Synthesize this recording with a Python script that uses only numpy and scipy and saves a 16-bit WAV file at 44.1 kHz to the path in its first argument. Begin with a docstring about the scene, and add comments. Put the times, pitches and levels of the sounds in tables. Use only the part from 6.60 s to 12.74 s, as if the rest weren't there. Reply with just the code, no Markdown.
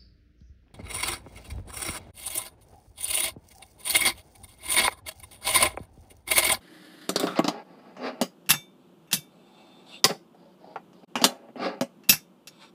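"""A fingerboard strikes and scrapes wood and cast metal on a cluttered table, heard at close range.
It slides along a plywood pyramid and clatters down, then twice rolls up, pops onto a ringing bench,
grinds along its edge and drops off. Blows are noise bursts filtered by body resonances; the bench adds
decaying sines; rolling and grinding are grains of noise that swell with speed; one grind ends in a squeak.
A low room rumble lies underneath and dips after the loudest clacks."""
import sys
import numpy as np
from scipy import signal
from scipy.fft import rfft, irfft
from scipy.io import wavfile
from scipy.ndimage import uniform_filter1d

SR = 44100
rng = np.random.default_rng(int(sys.argv[2]) if len(sys.argv) > 2 else 0)


def transcribe(u):
    """Save the signal u as a 16-bit wav file named by the first command-line argument.

    u: samples, shape (n,) or (channels, n), limited to [-1, 1]; the rate is SR.
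    q: integer samples, one column per channel.
    """
    v = np.clip(np.atleast_2d(u).T, -1, 1)
    q = np.round(v * 32767).astype(np.int16)
    wavfile.write(sys.argv[1], SR, q)


N = 270774  # samples
T = np.arange(SR // 2) / SR  # time axis of one decay, s
HZ = np.fft.rfftfreq(8192, 1 / SR) + 1  # frequency axis of all filters, Hz

# Blows of deck and wheels: t/s, surface, crack/dB, thud/dB, knock/dB, top/dB, clatter t60/s
HITS = [ (.4918, "ramp", -4, 1.5, -4, -3, 0.13), (.5592, "ramp", 4, 4, -1.5, -7, 0.1),
        (.5969, "ramp", -4, 2, -9, -5.5, 0.35), (.631, "ramp", -18, 9, -8, -30, 0.18),
        (.6692, "ramp", -12, -2, 1, -21, 0.5), (.758, "foot", -29, -14, -6.5, -35, 0.1),
        (.790, "foot", -22.5, 11.5, 4, -14.5, 0.089), (.843, "foot", -6.5, 3.5, -2, -21.5, 0.25),
        (.880, "foot", 1, 5, 4.5, -10.5, 0.11), (1.3666, "table", -30.5, -11, -20, -51, 0.27),
        (1.6132, "table", -1, 6.5, -2, -4.5, 0.13), (3.442, "edge", 14, 4.5, 7, 4, 0.21),
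        (3.449, "edge", -13, 1, 5.5, 2.5, 0.19), (3.503, "edge", -21, 2, -9, -37, 0.15),
        (3.745, "side", -50.5, -26.5, -33, -50.5, .14), (4.042, "side", -44, -18, -33.5, -55, .15),
        (4.158, "side", -34.5, -10, -4.5, -51.5, .11), (4.3305, "table", -39, -29.5, -35, -50.5, .09),
        (4.4318, "table", -56, -23, -34.5, -58, 0.078), (4.555, "table", -7, -2, 2, -18, 0.18),
        (4.6158, "table", -6, 2.5, -7, -22.5, 0.17), (4.6405, "table", 13.5, 8.5, 9, 8, 0.11),
        (4.8858, "table", -55, -16, -31, -60.5, 0.072), (4.9571, "table", -47, -7, -22, -43, 0.3),
        (4.996, "table", -39, -4.5, -16.5, -56.5, 0.15), (5.2097, "table", -5.5, 6, -3.5, -11.5, 0.11)]
# Trucks striking the bench: t/s, crack/dB, thud/dB, knock/dB, top/dB, clatter t60/s,
# backrest ring/dB, seat ring/dB
BENCH_HITS = [ (1.861, -34, -29.5, -31, -44, .12, -76.5, -80.5), (1.891, 1, -9, 0, 2, 0.069, -50, -54),
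              (1.898, 2.5, -7, 1, 2.5, .07, -43.5, -51), (1.904, 10, -11, 7, 12, .092, -36.5, -31.5),
              (1.936, -7.5, -6.5, -2, -18.5, 0.1, -27.5, -55.5),
              (2.473, -48, -34.5, -34, -50, 0.42, -64.5, -82),
              (2.513, -10.5, -20, -12, -17, 0.23, -56.5, -62), (2.5293, 7, -2, -2.5, 7, .12, -33.5, -47),
              (5.436, -34, -38, -28, -44, 0.19, -79, -86.5),
              (5.489, -10.5, -17, -13.5, -3, .05, -63.5, -49), (5.493, 12.5, 4.5, 3, 6.5, 0.096, -55, -8.5),
              (5.524, 1, -6, -1, 1.5, 0.13, -44, -39.5), (5.872, -13.5, -25, -21.5, -20.5, 0.085, -58, -65)]
# Bands of a blow, in the order crack, thud, knock, top: lower f/Hz, upper f/Hz
HIT_BANDS = [(3000, 7000), (130, 700), (700, 3000), (7000, 15500)]
# Band of the low thump under a blow: lower f/Hz, upper f/Hz
THUMP_BAND = (55, 120)

# Resonances of the struck bodies, all with columns: f/Hz, width/Hz (at -6 dB), lift/dB
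# plywood pyramid
RAMP_BODY = [(187.3, 12, 18), (287, 98, 15.5), (403, 59, 15.5), (540, 120, 8.5), (681.5, 200, 10),
             (1260, 370, 14.5), (1620, 130, 0), (3690, 350, 15), (4500, 2000, 12.5)]
# table at the foot of the pyramid
FOOT_BODY = [(176, 29, 19), (240, 54, 16.5), (295, 98, 20.5), (413, 77, 10.5), (590, 126, -0.5),
             (715, 110, 15.5), (825, 410, 18), (1120, 37, 23.5), (1275, 200, 16), (1660, 53, 11.5),
             (2070, 81, 7), (3070, 1400, 7), (4020, 370, 13), (4870, 1200, 10), (13900, 900, 11)]
# tabletop
TABLE_BODY = [(187, 32, 7.9), (247, 70, 14), (405, 57, 7), (551.2, 38, 11), (650, 110, 5.5), (877, 230, 13),
              (1125, 150, 13), (1300, 410, 8.6), (1660, 80, 9.5), (2000, 550, 2), (2378, 190, 2.3),
              (2910, 580, 6.1), (4820, 550, 2.7), (6600, 230, 0.8)]
# edge
EDGE_BODY = [(187.2, 120, 13), (439.3, 100, 15.5), (567, 59, 4.5), (778, 49, 20), (1071, 130, 17),
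             (1522, 45, 4.1), (2024, 280, 16), (2432, 480, 7.9), (4437, 600, 6.1), (5220, 350, 8)]
# far side of the table
SIDE_BODY = [(253, 31, 6.5), (445, 66, 15.5), (533, 65, 12.5), (655, 39, 12), (790, 190, 26),
             (1146, 120, 18.5), (1380, 230, 19), (1760, 560, 8.5), (2240, 200, -2), (3350, 240, -6),
             (4730, 1100, 13)]
# cast bench
BENCH_BODY = [(151, 12, 27), (189, 130, 18), (340, 70, 6.7), (550, 32, 5.5), (816, 33, 2.3), (1420, 49, 2),
              (1720, 150, 4.6), (2695, 150, 14), (3280, 210, 2), (5440, 250, 5), (10400, 1900, 5),
              (12700, 800, 6)]
# Ringing modes of the bench: f/Hz, t60/s, level struck on the backrest/dB, level struck on the seat/dB
BENCH_MODES = [ (2299, .28, -8, -45), (2627, .1, -16, -2), (2750, .07, -4, -22), (3575, .3, -4, -45),
               (4958, .15, -22, -11), (5525, .09, -18, -3), (5620, .17, -10, -12), (6050, .17, -22, -13),
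               (6406, .2, -8, -24), (6896, .17, -28, -18), (7825, .15, -13, -12), (7980, .17, -13, -28),
               (8899, .16, -24, -23), (9816, .11, -15, -10), (9986, .13, -16, -13), (11550, .08, -6, -22),
               (12387, .1, -13, 0), (12823, .09, -12, -8), (12963, .1, -18, -4), (13274, .14, -22, -11),
               (14320, .1, -22, -11)]

# Friction strokes, all with columns: t/s, length/s, time to top speed/s, swell width/s, level/dB, brightness/dB
# trucks sliding down the plywood edge
RAMP_SLIDE = [(0.0014, 0.57, 0.43, 0.36, -55, 1.45)]
# trucks grinding on the bench's backrest
BACKREST_GRINDS = [(2.16, 0.17, 0.077, .08, -74.5, 4.5), (2.68, .7, .42, 0.3, -58.5, 2),
                   (3.255, .155, .07, 0.081, -59, 15)]
# trucks grinding on the bench's seat
SEAT_GRINDS = [(5.9, 0.21, 0.13, 0.036, -59, 0)]
# wheels rolling down the plywood pyramid and on the table
ROLLS = [(.565, .185, 0.05, 0.1, -35.5, 3), (.748, 0.071, .035, 0.035, -34.5, 6),
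         (.81, .23, 0.068, 0.21, -38, -6.5), (1.04, 0.35, 0.17, 0.37, -52.5, -6),
         (1.37, 0.25, 0.1, 0.06, -30, -0.5), (3.48, 0.092, 0.02, 0.041, -31.5, -1.5),
         (4.56, 0.36, 0.084, 0.13, -36, -7.5), (4.955, 0.25, 0.1, 0.072, -27.5, 0)]
# board drawn along the far side of the table
DRAGS = [(3.73, .23, 0.12, 0.1, -56, 1), (3.98, .18, 0.14, 0.1, -49.5, -1),
         (4.33, 0.14, .06, 0.11, -60, 5.5)]
# Bands of friction, in the order rumble, whirr, hiss: lower f/Hz, upper f/Hz
RUB_BANDS = [(150, 900), (900, 3000), (3000, 15500)]

# Relative spectra of friction and of the room, all with columns: f/Hz, level/dB
# trucks on plywood
SLIDE_COLOUR = [(120, -20), (200, -35), (315, 7.5), (399, -10), (515, -10), (1010, -10.5), (1710, -0.5),
                (1880, -4), (2600, -9), (3420, -21), (5150, -22), (5490, -35), (6710, -36.5),
                (10000, -29.5), (15500, -42)]
# trucks on the bench
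GRIND_COLOUR = [(240, -34.5), (400, -15), (542, 3), (660, -0.5), (816, 6.5), (979, -0.5), (1910, -15),
                (2700, -3.5), (3290, -5), (4300, -9), (5200, -21.5), (6420, -29), (7810, -19.5),
                (9300, -27.5), (15000, -43)]
# wheels on the tabletop
ROLL_COLOUR = [(100, -41), (180, -6.5), (300, 1.5), (520, 6), (880, -0.5), (1300, -4.5), (2500, -4.5),
               (4900, -6.5), (6500, -28), (10000, -35), (15000, -47)]
# room rumble
ROOM_COLOUR = [(15, -55.5), (25, -35), (91, -24.5), (215, -6.5), (359, -9), (598, -18), (722, -17.5),
               (1300, -22.5), (1900, -34.5), (3100, -28.5), (4200, -36.5), (5010, -40.5), (15500, -43.5)]


def blows():
    """Impact excitation: each pop or landing is coloured by the resonances of the surface it strikes."""
    surfaces = {
        "ramp": dict(resonances=RAMP_BODY, top_tilt_db=-9.5, snap_db=13.5),
        "foot": dict(resonances=FOOT_BODY, top_tilt_db=-20, snap_db=11),
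        "table": dict(resonances=TABLE_BODY, top_tilt_db=-10.0, snap_db=6.5),
        "edge": dict(resonances=EDGE_BODY, top_tilt_db=-5.0, snap_db=17.5, thump_db=-18.5),
        "side": dict(resonances=SIDE_BODY, top_tilt_db=-8.5, snap_db=6.5)}
    out = np.zeros(N)
    for start, surface, *row in HITS:
        add(out, start, blow(row, **surfaces[surface]))
    for start, *row, _, _ in BENCH_HITS:
        add(out, start, blow(row, BENCH_BODY, top_tilt_db=-3.5, snap_db=0.8, thump_db=-8.5))
    return out


def blow(row, resonances, top_tilt_db, snap_db, thump_db=-6.5):
    """Source-filter principle: hardness shares the contact's energy between crack, thud, knock and top."""
    *levels_db, t60 = row
    treble_tilt = spectrum([(7000, 0.0016), (15000, top_tilt_db)])
    ring = body(resonances) * treble_tilt * deck_ripple()
    shapes = np.array([unit(ring * band(lo, hi)) for lo, hi in HIT_BANDS])
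    # The push of the hand into the table follows the crack level
    shapes[0] += amp(thump_db) * band(*THUMP_BAND, order=5)
    gain = np.linalg.norm(amp(levels_db)[:, None] * shapes, axis=0)
    return colour(clatter(t60, snap_db), gain)


def clatter(t60, snap_db, snap_t60=0.047, echo_s=0.0082, echo_db=-1, room_db=-20, room_t60=.23,
            tick_db=-10, rise_s=0.00071, smooth_bins=70):
    """Superposed decays, flat in spectrum: tick, snap, echo off the shelves, scatter from clutter, room."""
    snap = dying(snap_t60) ** 2
    echo = np.interp(T - echo_s, T, snap, left=0)
    scatter = dying(t60) ** 2
    reverb = (amp(room_db) * dying(room_t60)) ** 2
    power = amp(snap_db) ** 2 * snap + amp(echo_db) ** 2 * echo + scatter + reverb
    burst = np.sqrt(power) * np.minimum(T / rise_s, 1) * rng.standard_normal(len(T))
    z = rfft(burst)
    flat = irfft(z / np.sqrt(uniform_filter1d(abs(z) ** 2, smooth_bins)), len(T))
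    flat[SR // 1000] += amp(tick_db)
    fade = np.minimum(1, 2 - 2 * T / T[-1]) ** 2
    return flat * fade


def deck_ripple(smooth_bins=45):
    """Modal density: every contact point stirs a different mix of the deck's crowded upper modes."""
    noise = uniform_filter1d(rng.standard_normal(len(HZ)), smooth_bins)
    peaks = unit(uniform_filter1d(noise, smooth_bins))
    return amp(2.5 * peaks * band(1500, SR, order=4))


def bench_ring(rise_s=.002):
    """Modal excitation: the cast bench rings on, and the spot struck decides which modes answer."""
    out = np.zeros(N)
    modes = bench_modes()
    _, _, back_db, seat_db = np.transpose(BENCH_MODES)
    for start, *_, back, seat in BENCH_HITS:
        strengths = np.hypot(amp(back + back_db), amp(seat + seat_db))
        add(out, start, strengths @ modes * (1 - np.exp(-T / rise_s)))
    return out


def bench_modes():
    """Free damped vibration: one dying sine for each mode, at random phase."""
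    return np.array([dying(t60) * np.sin(2 * np.pi * (hz * T + rng.random()))
                     for hz, t60, _, _ in BENCH_MODES])


def grinds(mode_width_hz=30, mode_lift_db=12):
    """Sliding friction: metal trucks hiss along the plywood edge and make the bench sing faintly."""
    wood = friction(RAMP_SLIDE, spectrum(SLIDE_COLOUR), whirr_db=-1.4, hiss_db=-2.0,
                    swell_db=5, treble_swell_db=8, grit_share=.8, bumps_per_s=250)
    mode_peaks = [(hz, mode_width_hz, mode_lift_db + max(back, seat) / 4) for hz, _, back, seat in BENCH_MODES]
    gain = spectrum(GRIND_COLOUR) * body(mode_peaks)
    backrest = friction(BACKREST_GRINDS, gain, whirr_db=-4.0, hiss_db=-5.5, swell_db=12.5, treble_swell_db=11.5)
    seat = friction(SEAT_GRINDS, gain, whirr_db=10, hiss_db=9, swell_db=16, treble_swell_db=13)
    _, _, back_db, seat_db = np.transpose(BENCH_MODES)
    singing = sing(backrest, back_db, level_db=-41.5) + sing(seat, seat_db, level_db=-32)
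    return wood + backrest + seat + singing


def sing(scrape, modes_db, level_db, wander_db=7, shifts_per_s=18):
    """Resonant storage: modes hold a scrape; as the truck moves, now one answers and now another."""
    out = np.zeros(N)
    t = np.arange(N) / SR
    for (hz, t60, _, _), db in zip(BENCH_MODES, modes_db):
        strengths = amp(db + wander_db * rng.standard_normal(256))
        contact = np.interp(t * shifts_per_s, np.arange(256), strengths)
        r = np.exp(-np.log(1000) / (t60 * SR))
        angle = 2 * np.pi * hz / SR
        drive = scrape * contact + 1e-18
        out += t60 * signal.lfilter([0, np.sin(angle)], [1, -2 * r * np.cos(angle), r * r], drive)
    return amp(level_db) * out


def squeal(centre_s=3.353, width_s=.022, level_db=-47, hz=2720, width_hz=380, ring_db=-43, rise_s=0.014):
    """Narrow-band friction: a truck squeaks as the long grind ends; the bench's longest mode sounds on."""
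    swell = np.exp(-((np.arange(N) / SR - centre_s) / width_s) ** 2)
    gain = 1 / (1 + (2 * (HZ - hz) / width_hz) ** 4)
    out = amp(level_db) * swell * unit(colour(rng.standard_normal(N), gain))
    ring_hz, t60, _, _ = max(BENCH_MODES, key=lambda mode: mode[1])
    ring = np.minimum(T / rise_s, 1) * dying(t60) * np.sin(2 * np.pi * ring_hz * T)
    add(out, centre_s, amp(ring_db) * ring)
    return out


def wheels():
    """Roughness excitation: small hard wheels drum the grain of the wood they roll on."""
    gain = spectrum(ROLL_COLOUR) * body(TABLE_BODY)
    near = friction(ROLLS, gain, whirr_db=-3.0, hiss_db=-9.5, swell_db=17, treble_swell_db=29.5,
                    grit_db=18.5, grit_share=.8, bumps_per_s=460)
    far = friction(DRAGS, gain, whirr_db=-14, hiss_db=-15.5, swell_db=10, treble_swell_db=8.5,
                   edge_s=0.016, grit_share=0.59, bumps_per_s=130)
    return near + far


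def friction(strokes, gain, whirr_db, hiss_db, swell_db, treble_swell_db, whirr_share=0.5, edge_s=.012,
             grit_db=14, grit_share=0.52, bumps_per_s=600, judder_db=2):
    """Random excitation: tiny bumps drive a body, and each band swells with speed by its own amount."""
    out = np.zeros(N)
    for start, length, fastest, width, level_db, bright_db in strokes:
        t = np.arange(0, length, 1 / SR)
        fine, sign, sway = rng.standard_normal((3, SR))[:, :len(t)]
        chance, height = rng.random((2, SR))[:, :len(t)]
        bumps = np.sign(sign) * (chance < bumps_per_s / SR) * amp(grit_db * height ** 2)
        pressure = amp(judder_db * unit(uniform_filter1d(sway, size=400)))
        drive = (fine + grit_share * unit(bumps)) * pressure
        # The clutter smears the grains
        drive = signal.fftconvolve(drive, clatter(t60=0.15, snap_db=-3.0))[:len(t)]
        fade = np.clip(np.minimum(t, length - t) / edge_s, 0, 1)
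        slowness = 1 - np.exp(-((t - fastest) / width) ** 2)
        rumble = -swell_db * slowness
        whirr = whirr_db + whirr_share * bright_db - (swell_db + treble_swell_db) / 2 * slowness
        hiss = hiss_db + bright_db - treble_swell_db * slowness
        for (lo, hi), db in zip(RUB_BANDS, (rumble, whirr, hiss)):
            add(out, start, fade * amp(level_db + db) * unit(colour(drive, gain * band(lo, hi))))
    return out


def room(level_db=-55.5):
    """Room modes: a steady low rumble of noise with a few soft resonances."""
    gain = spectrum(ROOM_COLOUR) * body([(181, 43, 8.8), (243, 22, 2.7), (343, 22, 7.5), (570, 97, 3.3)])
    return amp(level_db) * unit(colour(rng.standard_normal(N), gain))


def amp(db):
    """Logarithmic level: decibels to amplitude gain."""
    return 10 ** (np.asarray(db) / 20)


def unit(x):
    """Normalisation: scales to rms 1."""
    return x / np.sqrt(np.mean(x ** 2) + 1e-20)


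def add(mix, start_s, sound):
    """Superposition: mixes a sound in at a time."""
    part = mix[max(round(start_s * SR), 0):][:len(sound)]
    part += sound[:len(part)]


def spectrum(points):
    """Spectral envelope: gain over HZ, its level interpolated along log frequency."""
    hz, db = np.transpose(points)
    return amp(np.interp(np.log(HZ), np.log(hz), db))


def body(resonances):
    """Resonance: gain over HZ of peaks whose powers add to a flat response."""
    power = 1
    for hz, width, db in resonances:
        power = power + amp(db) ** 2 / (1 + (2 * (HZ - hz) / width) ** 2) ** 2
    return np.sqrt(power)


def band(lo, hi, order=18):
    """Band-pass response: gain over HZ of a band with soft edges."""
    return 1 / np.sqrt((1 + (lo / HZ) ** order) * (1 + (HZ / hi) ** order))


def colour(x, gain):
    """Minimum phase: a causal filter whose phase follows from its gain over HZ."""
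    log_gain = np.log(np.maximum(np.r_[gain, gain[-2:0:-1]], 1e-6))
    response = np.exp(np.conj(signal.hilbert(log_gain)))[:len(HZ)]
    taps = irfft(response)[:len(HZ) // 2]
    return signal.fftconvolve(x, taps)[:len(x)]


def dying(t60):
    """Exponential decay: an amplitude that falls 60 dB in t60 (at least 5 ms)."""
    return np.exp(-np.log(1000) * T / max(t60, .005))


def ducking(dry, above_db=-22.5, share=0.25, attack_s=0.15, recover_db_per_s=20):
    """Automatic gain control: gain falls by a share of the excess after loud peaks and creeps back."""
    power_db = 10 * np.log10(abs(uniform_filter1d(dry[0] ** 2, size=400)) + 1e-12)
    recovery = recover_db_per_s * np.arange(N) / SR
    held_db = np.maximum.accumulate(power_db + recovery) - recovery
    over_db = np.maximum(held_db - above_db, 0)
    r = np.exp(-1 / (attack_s * SR))
    return amp(-share * signal.lfilter([1 - r], [1, -r], over_db))


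def scene():
    """Superposition of blows, ringing, grinding, squeak, rolling and room, as one channel."""
    return (blows() + bench_ring() + grinds() + squeal() + wheels() + room())[None]


def record(dry):
    """Level and band limits: gain control, a brief dropout, clipped peaks and a low-pass at 15450 Hz."""
    dropout = np.interp(np.arange(N) / SR, [4.447, 4.451, 4.473, 4.484], [1, .02, .02, 1])
    limited = np.clip(dry * ducking(dry) * dropout, -1, 1)
    low_pass = signal.firwin(255, 15450, window=("kaiser", 8), fs=SR)
    return signal.oaconvolve(limited, low_pass[None], "same")


dry = scene()
out = record(dry)
transcribe(out)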